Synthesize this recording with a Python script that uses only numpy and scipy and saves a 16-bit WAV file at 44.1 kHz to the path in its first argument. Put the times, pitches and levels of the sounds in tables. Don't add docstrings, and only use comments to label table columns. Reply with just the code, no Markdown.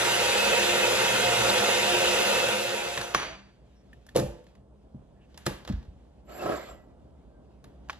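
import sys
import numpy as np
from scipy import signal
from scipy.fft import rfft, irfft, next_fast_len
from scipy.io import wavfile
from scipy.ndimage import uniform_filter1d, map_coordinates

SR = 44100
rng = np.random.default_rng(int(sys.argv[2]) if len(sys.argv) > 2 else 0)


def wav_record(signal):
    frames = np.transpose(np.atleast_2d(signal))
    bounded = np.clip(frames, -1, 1)
    quanta = np.round(bounded * 32767).astype(np.int16)
    wavfile.write(sys.argv[1], SR, quanta)


def boost(x):
    u = np.asarray(x, float) / 20
    return 10 ** u


N = 352359

# [t/s, housing drone level/dB, blade hiss level/dB]
MOTOR_LEVELS = [(0.0, -29, -25.5), (1.19, -27.5, -26), (2.08, -28.5, -26), (2.36, -28.5, -26.5),
                (2.87, -36.5, -35), (2.98, -38.5, -35.5), (3.12, -43, -44.5), (3.3, -64.5, -61)]
# [f/Hz, relative density/dB]
DRONE_COLOUR = [(30, -49.5), (55, -18), (100, -26.5), (160, -23), (300, -20), (340, -16), (520, -3.5),
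                (680, -13.5), (750, -18), (800, -12.5), (900, -10), (990, -18.5), (1060, -16.5),
                (1400, -12.5), (2200, -40.5)]
# [f/Hz, relative density/dB]
HISS_COLOUR = [(1000, -32), (1800, -2.5), (2200, -11), (2600, -1), (3150, -9), (3480, -10), (3650, -5.5),
               (4000, -10), (4500, -8.5), (6500, -11.5), (9000, -9.5), (11500, -20.5), (16000, -27.5)]
# [f/Hz, width/Hz, level/dB]
HOUSING_PEAKS = [(204.8, 6.2, 17), (452, 4.8, 1.5), (1425, 30, 5), (1543, 29, 8), (1910, 51, -1),
                 (2083, 18, 10.5), (2120, 50, 5), (2140, 20, 11.5), (2370, 22, 7), (2480, 20, 3.5),
                 (2750, 21, 7), (2880, 18, 6), (2834, 79, 3), (3015, 24, 5.5), (3065, 34, 7), (3300, 36, 9),
                 (3356, 81, 7.5), (3580, 27, 7.5), (3740, 83, 2.5), (3820, 25, 1.5), (4117, 49, 5),
                 (6370, 140, 3)]
# [f/Hz, level/dB before a common lift, slow coming and going/dB]
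MOTOR_TONES = [(120.3, -52, 2.5), (239.7, -61, 3), (354.7, -46.5, 3), (709, -41.5, 1.5), (822, -46.5, 1.5),
               (946, -44, 1), (7240, -51.5, 1)]
# [t/s, f/Hz, level/dB against the drone]
ROAR_PATH = [(0.0, 510.5, -13.5), (0.5, 522, -3.5), (1.1, 503, -7.5), (1.8, 505.3, -6.5),
             (2.3, 528.5, -3.5), (3.3, 534.4, -9)]
# [t/s, f/Hz, level/dB against the blade hiss]
WHINE_PATH = [(0.0, 2600, -21), (0.4, 2586, -5.5), (1.0, 2577, -10.5), (1.5, 2570, -11.5), (2.0, 2580, -10),
              (2.4, 2606, -10), (3.3, 2580, -9)]
# [t/s, f/Hz, level/dB against the blade hiss]
WHISTLE_PATH = [(0.0, 10400, -25.5), (0.3, 10800, -24.5), (1.2, 10640, -26), (3.3, 10700, -31)]
# [t/s, level/dB against the blade hiss]
SEAT_BURSTS = [(1.496, 0), (1.59, -5), (1.687, -6), (1.83, -8)]
# [f/Hz, width/Hz, level/dB]
SEAT_PEAKS = [(3400, 260, 0.5), (3830, 900, 4)]
BURST_HALF_S, WEAK_GAP_S, WEAK_DB = 0.012, 0.14, -11

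# [f/Hz, level/dB]
MAINS_TONES = [(60, -64), (119.5, -72.5), (200, -70)]
# [f/Hz, relative density/dB]
ROOM_COLOUR = [(15, -53.5), (25, -21.5), (48, 3), (71, 1.5), (87, -20.5), (112, -6.5), (278, -11),
               (386, -15), (636, -16), (674, -17.5), (1350, -34), (1700, -41.5), (2500, -71), (3250, -88.5),
               (5500, -120)]
ROOM_START_DB, ROOM_RISE_DB_PER_S = -60, 1.01

# [t/s, rattle level/dB, brighter crack level/dB]
PLASTIC_CONTACTS = [(2.974, -3, -29), (3.012, -5, -35.5), (3.139, -11.5, -45.5), (3.146, 2, -29),
                    (3.199, -14, -37), (3.228, -17, -39.5), (3.931, -43.5, -51), (4.065, -34, -43.5),
                    (4.09, -30, -44.5), (4.148, -24, -46.5), (4.154, -13, -29.5), (4.17, -10, -18.5),
                    (4.189, -17, -24.5), (4.161, -6, -13), (4.18, -9, -25), (4.196, -13, -22.5),
                    (4.44, -46, -55.5), (4.466, -35.5, -57.5), (4.552, -38, -59), (5.343, -31, -65),
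                    (5.375, -21.5, -32.5), (5.456, -19, -37.5), (5.462, -14.5, -19.5), (5.4645, -1, -16.5),
                    (5.649, -21, -46.5), (5.675, -15, -40.5), (5.682, -21.5, -47), (5.689, -20, -49),
                    (5.696, -21, -50), (5.723, -24, -56), (5.827, -35.5, -66), (5.85, -45, -61),
                    (7.641, -28.5, -44.5), (7.886, -29, -75), (7.891, -36, -70), (7.896, -16.5, -44),
                    (7.902, -16, -52), (7.928, -23, -55)]
# [f/Hz, width/Hz, level/dB]
PLASTIC_PEAKS = [(777, 530, -1), (1214, 680, -0.5), (1800, 500, -2), (2600, 700, -4), (4094, 3800, -5.5)]
TICK_T60_S, TICK_RISE_S = 0.022, 0.0016
CHATTER_GAP_S, CHATTER_DB, CHATTER_LOSS_DB = 0.0098, -15, 14.5
# [t/s, deep boom level/dB, slab thud level/dB, hollow knock level/dB]
COUNTER_BLOWS = [(2.976, -49, -33, -30), (3.15, -46, -30.5, -31), (4.152, -55.5, -37, -29),
                 (4.159, -38, -20, -14.5), (4.169, -56, -34, -23), (4.179, -47, -25.5, -15.5),
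                 (4.188, -59, -34.5, -21), (4.205, -58, -26.5, -27), (4.228, -34.5, -25.5, -54),
                 (4.282, -37, -40, -62), (4.946, -53.5, -31, -52), (5.343, -68, -60, -51),
                 (5.467, -43, -24.5, -20), (5.509, -38.5, -35, -34), (5.686, -60, -37, -36.5),
                 (5.7, -49, -17.5, -33.5), (5.739, -23.5, -43, -50), (5.884, -40, -70, -78),
                 (7.641, -51.5, -54, -63.5)]
# [f/Hz, level/dB, t60/s]
CABINET_MODES = [(52.7, 4, 0.22), (73.2, -1.5, 0.22)]
# [f/Hz, level/dB, t60/s]
SLAB_MODES = [(99, -8, 0.12), (135, 1, 0.09), (196, -7.5, 0.15), (219, 1, 0.047)]
# [f/Hz, level/dB, t60/s]
CUP_MODES = [(279.4, -5.5, 0.1), (344, -6, 0.095), (365, -2.5, 0.061), (436, -0.5, 0.035), (499, 5, 0.034),
             (567, -5.5, 0.061), (670, -10.5, 0.061), (896, -8, 0.031)]
# [f/Hz, t60/s]
KITCHEN_DECAY = [(60, 1), (260, 0.43), (1800, 0.49), (5000, 0.44), (14000, 0.3)]

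# [t/s, level/dB]
RING_CLINKS = [(3.03, -52), (3.147, -43), (3.235, -56)]
# [f/Hz, level/dB, t60/s]
RING_MODES = [(6019, 9, .42), (6031, 3, .3), (8662, 0, .3), (10030, -8, .4), (10450, -3, .3),
              (11400, -12, .25), (14200, -6, .2)]
# [t/s, f/Hz, level/dB, t60/s, swell/s]
SINGLE_NOTES = [(3.205, 4624, -44, .6, .01), (3.205, 4636, -48, .55, .01), (3.35, 198, -45, .5, .05),
                (6.69, 1960, -53.5, .48, .04), (6.69, 1969, -61, .48, .04)]

# [f/Hz, relative density/dB]
STONE_COLOUR = [(200, 4.5), (600, 10), (2500, 8.5), (4500, -1), (8000, -14.5), (16000, -56)]
DRAG_START_S, DRAG_DB, DRAG_HOLD_S, DRAG_FADE_DB_PER_S = 3.146, -33, 0.081, 118.5
JOLT_DB, JOLT_S = 8, 0.005

# [t/s, level/dB]
SHELL_SNAPS = [(3.148, -18), (3.1995, -25.5), (3.231, -31), (5.4647, -28.5), (7.8968, -26), (7.9015, -29.5)]
# [f/Hz, level/dB, t60/s]
SHELL_MODES = [(1130, -3, 0.022), (1254, -1.5, 0.0076), (1400, -0.5, 0.014), (1633, -8, 0.017),
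               (2350, -1.5, 0.01), (4320, -17.5, 0.028)]
# [t/s, level/dB]
RUSTLE_LEVELS = [(3.2, -78), (3.5, -77.5), (4.05, -72.5), (4.5, -72), (4.62, -83.5), (4.87, -78.5),
                 (5.24, -78), (5.43, -62.5), (5.95, -76), (7.42, -79.5), (7.83, -75), (7.99, -72)]
# [f/Hz, relative density/dB]
RUSTLE_COLOUR = [(700, -20), (1500, -4), (2300, -5.5), (3200, -4), (4500, -10), (8000, -16.5), (16000, -34)]
# [middle t/s, length/s, f/Hz, width/Hz, level/dB]
SQUEAK_BANDS = [(3.32, 0.08, 651, 40, -50), (3.79, 0.069, 5460, 500, -76.5), (5.204, 0.099, 1750, 200, -75),
                (5.232, .06, 2700, 780, -72), (6.41, 0.036, 2640, 120, -50.5), (6.455, .05, 4000, 150, -60),
                (6.668, .04, 2350, 88, -65), (7.357, 0.12, 1576, 31, -76)]
# [t/s, level/dB]
TAB_CLICKS = [(3.93, -52), (4.064, -68), (4.088, -54), (4.468, -71), (4.549, -69)]
# [f/Hz, level/dB, t60/s]
TAB_MODES = [(1790, -4, .035), (2510, -3, 0.025), (2910, -2, 0.03), (3330, -3, 0.025)]

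# [t/s, rumble level/dB, fine grit level/dB]
SLIDE_LEVELS = [(6.25, -85, -85), (6.296, -47.5, -55.5), (6.4, -40, -49.5), (6.42, -32, -49),
                (6.45, -36, -48.5), (6.465, -30, -51), (6.545, -29, -47), (6.572, -39, -45.5),
                (6.63, -43.5, -50.5), (6.702, -47, -54.5), (6.9, -71, -92)]
# [f/Hz, width/Hz, level/dB]
BOWL_PEAKS = [(143, 120, -9.5), (248, 58, -7), (363.4, 70, -1), (450, 47, -1), (575, 93, 1),
              (756, 90, -1.5), (1006, 140, -8.5), (1325, 77, -5), (1616, 110, -11)]
# [f/Hz, width/Hz, level/dB]
GLAZE_PEAKS = [(7440, 20, 16), (11714, 30, 11)]
# [t/s, level/dB]
FOOT_CATCHES = [(6.302, -34.5), (6.406, -23), (6.418, -14.5), (6.459, -7), (6.476, -10), (6.494, -9.5),
                (6.512, -17), (6.529, -13.5), (6.538, -8), (6.564, -22)]
CATCH_T60_S = 0.013
STUTTER_DB, STUTTER_PER_S = 0.5, 40
BOWL_LEAN_DB = -1

# [f/Hz, likeness from 0 to 1]
LIKENESS = [(60, 0.86), (130, 1), (290, 0.63), (640, 0.68), (1400, 0.83), (3000, 0.32), (4400, 0.59),
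            (5500, 0.89), (7500, 0.26)]
# [f/Hz, left lag/half turns]
PORT_LAG = [(100, 0.037), (300, 0.25), (700, 0.34), (1400, 0.32), (3700, 0.49), (4400, 0.64), (5000, 0.56),
            (7500, 0.54)]
# [f/Hz, left lag/half turns]
TREBLE_STEREO_BANDS = [(8150, .8), (8300, 1), (9550, 1), (9700, 1.35), (10900, 1.5), (11050, 2), (12300, 2),
                       (12450, 2.4), (13000, 2.5), (13200, 3)]
# [f/Hz, left minus right level/dB]
PORT_LEAN = [(60, -1), (200, 0.5), (380, 0.5), (700, -3.5), (1300, -0.5), (4400, -1.2)]
# [f/Hz, level/dB]
MIC_HISS = [(1000, -98), (4000, -92), (9000, -79), (12000, -100), (16000, -100)]


def unit(x):
    return x / np.sqrt(np.mean(x ** 2) + 1e-20)


def along(points, hz):
    f, v = np.transpose(points)
    return np.interp(np.log(hz + 1), np.log(f + 1), v)


def gains(rows):
    s, *columns = np.transpose(rows)
    t = np.arange(N) / SR
    return [boost(np.interp(t, s, db, left=-120, right=-120)) for db in columns]


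def wobble(rate):
    knots = rng.standard_normal(int(N * rate / SR) + 4)
    return map_coordinates(knots, [np.arange(N) * rate / SR])


def filtered(x, response):
    m = next_fast_len(N + SR // 2)
    return irfft(rfft(x, m) * response(np.fft.rfftfreq(m, 1 / SR)), m)[..., :N]


def resonances(peaks, f):
    return sum((-1) ** k * boost(db) * 1j * f * width / (hz * hz - f * f + 1j * f * width)
               for k, (hz, width, db) in enumerate(peaks))


def narrowed(pair, colour=lambda hz: 1):
    turn = lambda hz: np.arccos(np.clip(along(LIKENESS + [(8300, 1)], hz), -1, 1)) / 2
    mid, side = filtered(pair, lambda hz: colour(hz) * np.array([np.cos(turn(hz)), np.sin(turn(hz))]))
    return np.array([mid + side, mid - side])


def rush(colour, grain_db=0, grain_rate=300, patchy_db=0):
    z = signal.stft(rng.standard_normal((2, N)), nperseg=512)[2]
    field = uniform_filter1d(rng.standard_normal(z.shape[1:]), size=4, axis=0)
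    field = uniform_filter1d(field, size=10, axis=1)
    pair = signal.istft(z * boost(patchy_db * unit(field)), nperseg=512)[1][:, :N]
    return unit(narrowed(pair * boost(grain_db * wobble(grain_rate)), colour))


def strike(times, levels_db, modes, attack, scatter_db):
    out, t = np.zeros(N + SR), np.arange(SR) / SR
    hz, mode_db, t60 = np.transpose(modes)
    decay = boost(mode_db[:, None] - 60 * t / t60[:, None])
    rings = decay * np.sin(2 * np.pi * hz[:, None] * t) * (1 - np.exp(-t / attack))
    luck = boost(scatter_db * rng.standard_normal((len(times), len(modes))))
    for s, db, share in zip(times, levels_db, luck):
        out[round(s * SR):][:SR] += boost(db) * share @ rings
    return out[:N]


def whine(rows, flutter_per_s):
    s, hz, db = np.transpose(rows)
    t = np.arange(N) / SR
    flutter = np.array([wobble(flutter_per_s) + 1j * wobble(flutter_per_s) for port in range(2)])
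    carrier = np.exp(2j * np.pi * np.cumsum(np.interp(t, s, hz)) / SR)
    return boost(np.interp(t, s, db)) * unit(narrowed((flutter * carrier).real))


def shaft_tones():
    turns = 2 * np.pi * np.cumsum(1 + 0.004 * wobble(8)) / SR
    lines = np.zeros(N)
    for hz, db, fade_db in MOTOR_TONES:
        level = boost(db + fade_db * wobble(4) + 3.2 * wobble(30))
        lines += level * np.sqrt(2) * np.sin(hz * turns + rng.uniform(0, 2 * np.pi))
    return boost(30.5) * lines


def seat_buzz():
    t = np.arange(N) / SR
    weak = np.cumsum(WEAK_GAP_S * rng.uniform(0.5, 1.5, 24))
    all_bursts = SEAT_BURSTS + [(s, WEAK_DB) for s in weak]
    bursts = sum(boost(db) * np.exp(-((t - s) / BURST_HALF_S) ** 4) for s, db in all_bursts)
    return bursts * unit(filtered(rng.standard_normal(N), lambda hz: resonances(SEAT_PEAKS, hz)))


def motor():
    drone, hiss = gains(MOTOR_LEVELS)
    body = lambda hz: np.sqrt(1 + sum(np.abs(resonances([peak], hz)) ** 2 for peak in HOUSING_PEAKS))
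    churn_db = 0.6 * wobble(9)
    low = boost(churn_db) * rush(lambda hz: boost(along(DRONE_COLOUR, hz)) * body(hz),
                               grain_db=0.94, grain_rate=60, patchy_db=0.7)
    high = boost(0.16 * churn_db) * rush(lambda hz: boost(along(HISS_COLOUR, hz)) * body(hz),
                                       grain_db=0.5, grain_rate=430, patchy_db=1.5)
    low_part = low + shaft_tones() + whine(ROAR_PATH, flutter_per_s=90)
    high_part = high + seat_buzz() + whine(WHINE_PATH, flutter_per_s=45) + whine(WHISTLE_PATH, flutter_per_s=60)
    return drone * low_part + hiss * high_part


def mains_hum():
    t = np.arange(N) / SR
    return sum(boost(db + 2.2 * wobble(6)) * np.sqrt(2) * np.sin(2 * np.pi * hz * t) for hz, db in MAINS_TONES)


def room_noise():
    level = boost(ROOM_START_DB + ROOM_RISE_DB_PER_S * np.arange(N) / SR)
    return level * rush(lambda hz: boost(along(ROOM_COLOUR, hz)), grain_db=1.3, grain_rate=15)


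def ticks():
    rattle, crack, t = np.zeros((2, N + SR)), np.zeros((2, N + SR)), np.arange(SR // 10) / SR
    shape = boost(-60 * t / TICK_T60_S) * (1 - np.exp(-t / TICK_RISE_S))
    noise = shape * rng.standard_normal((len(PLASTIC_CONTACTS), 4, 2, len(t)))
    delays = np.cumsum(CHATTER_GAP_S * rng.uniform(0.5, 1.5, (len(PLASTIC_CONTACTS), 3)), axis=1)
    push = np.linalg.norm(shape) * (t == 0)
    losses_db = [0] + [CHATTER_DB - CHATTER_LOSS_DB * k for k in range(3)]
    for (s, rattle_db, crack_db), sounds, later in zip(PLASTIC_CONTACTS, noise, delays):
        for at, loss_db, (dull, bright) in zip([s, *(s + later)], losses_db, sounds):
            start = round(at * SR)
            rattle[:, start:][:, :len(t)] += boost(rattle_db + loss_db) * np.array([dull, push])
            crack[:, start:][:, :len(t)] += boost(crack_db + loss_db) * np.array([bright, push])
    edge = signal.butter(2, [3400, 10500], "band", fs=SR, output="sos")
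    body = lambda hz: resonances(PLASTIC_PEAKS, hz) / (1 + 1j * hz / 5000) ** 2
    return filtered(rattle[:, :N], body) + signal.sosfilt(edge, crack[:, :N])


def blows():
    s, boom_db, thud_db, knock_db = np.transpose(COUNTER_BLOWS)
    boom = strike(s, boom_db, CABINET_MODES, attack=0.0027, scatter_db=1.5)
    thud = strike(s, thud_db, SLAB_MODES, attack=0.0038, scatter_db=4)
    knock = strike(s, knock_db, CUP_MODES, attack=0.003, scatter_db=3)
    return boom + thud + knock


def kitchen(x):
    out, step = np.zeros((2, N + 2 * SR)), SR // 4
    for at in range(0, N, step):
        hz, t, z = signal.stft(rng.standard_normal((2, SR // 2)), SR, nperseg=256)
        decay = boost(-60 * t / along(KITCHEN_DECAY, hz)[:, None])
        tail = signal.istft(z * decay, SR, nperseg=256)[1]
        wet = signal.fftconvolve(x[None, at:at + step], tail / np.linalg.norm(tail[0]), axes=1)
        start = at + 180
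        out[:, start:start + wet.shape[1]] += wet
    return narrowed(out[:, :N])


def ringing():
    clinks = strike(*np.transpose(RING_CLINKS), RING_MODES, attack=0.0007, scatter_db=1.5)
    notes = sum(strike([s], [db], [(hz, 0, t60)], attack=swell, scatter_db=1)
                for s, hz, db, t60, swell in SINGLE_NOTES)
    return clinks + notes


def stone(hz):
    return boost(along(STONE_COLOUR, hz))


def base_drag():
    since = np.arange(N) / SR - DRAG_START_S
    jolt_db = JOLT_DB * np.exp(-np.abs(since) / JOLT_S)
    fade_db = DRAG_FADE_DB_PER_S * np.clip(since - DRAG_HOLD_S, 0, None)
    return (since > 0) * boost(DRAG_DB + jolt_db - fade_db) * rush(stone, grain_db=1.5, grain_rate=56)


def snaps():
    return strike(*np.transpose(SHELL_SNAPS), SHELL_MODES, attack=0.00028, scatter_db=4.5)


def rustle():
    noise = rush(lambda hz: boost(along(RUSTLE_COLOUR, hz)), grain_db=1.2, grain_rate=29, patchy_db=1.5)
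    return gains(RUSTLE_LEVELS)[0] * noise


def squeaks():
    t, out = np.arange(N) / SR, np.zeros(N)
    for s, length, hz, width, db in SQUEAK_BANDS:
        band = filtered(rng.standard_normal(N), lambda f: resonances([(hz, width, 0)], f) ** 2)
        out += boost(db) * np.exp(-(2 * (t - s) / length) ** 4) * unit(band)
    return out


def tab_clicks():
    return strike(*np.transpose(TAB_CLICKS), TAB_MODES, attack=0.00056, scatter_db=6)


def bowl_slide():
    walls = lambda hz: resonances(BOWL_PEAKS, hz)
    rumble, grit = gains(SLIDE_LEVELS)
    stutter = boost(STUTTER_DB * wobble(STUTTER_PER_S))
    bowl = stutter * rumble * rush(walls, grain_db=1.5, grain_rate=90, patchy_db=1.8)
    catches, t = np.zeros(N), np.arange(300) / SR
    for s, db in FOOT_CATCHES:
        catches[round(s * SR):][:300] += boost(db - 60 * t / CATCH_T60_S) * rng.standard_normal(300)
    bright = lambda hz: (stone(hz) + np.abs(resonances(GLAZE_PEAKS, hz))) * hz / (hz + 1500)
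    glaze = grit * rush(bright, grain_db=0.5, grain_rate=270, patchy_db=3.0)
    return (bowl + filtered(catches, walls) + glaze) * boost(np.array([[0.5], [-0.5]]) * BOWL_LEAN_DB)


def scene():
    hits, pushes = ticks() + blows()
    airborne = filtered(pushes, lambda hz: 1j * hz / (450 + 1j * hz))
    steady = motor() + mains_hum() + room_noise()
    contacts = hits + boost(-5.5) * kitchen(airborne) + ringing() + snaps() + tab_clicks()
    return steady + contacts + base_drag() + rustle() + squeaks() + bowl_slide()


def top_cut(x):
    return signal.sosfilt(signal.butter(12, 15980, fs=SR, output="sos"), x)


def record(dry):
    lean = lambda hz: boost(along(PORT_LEAN + [(8000, 0)], hz) / 2)
    lag = lambda hz: np.exp(-0.5j * np.pi * along(PORT_LAG + TREBLE_STEREO_BANDS, hz))
    half = lambda hz: lean(hz) * lag(hz)
    low_cut = lambda hz: 1 / (1 + (42 / (hz + 1)) ** 8)
    heard = filtered(dry, lambda hz: low_cut(hz) * np.array([half(hz), 1 / half(hz)]))
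    hiss = filtered(rng.standard_normal((2, N)), lambda hz: boost(along(MIC_HISS, hz)))
    return top_cut(heard + hiss)


dry = scene()
out = record(dry)
wav_record(out)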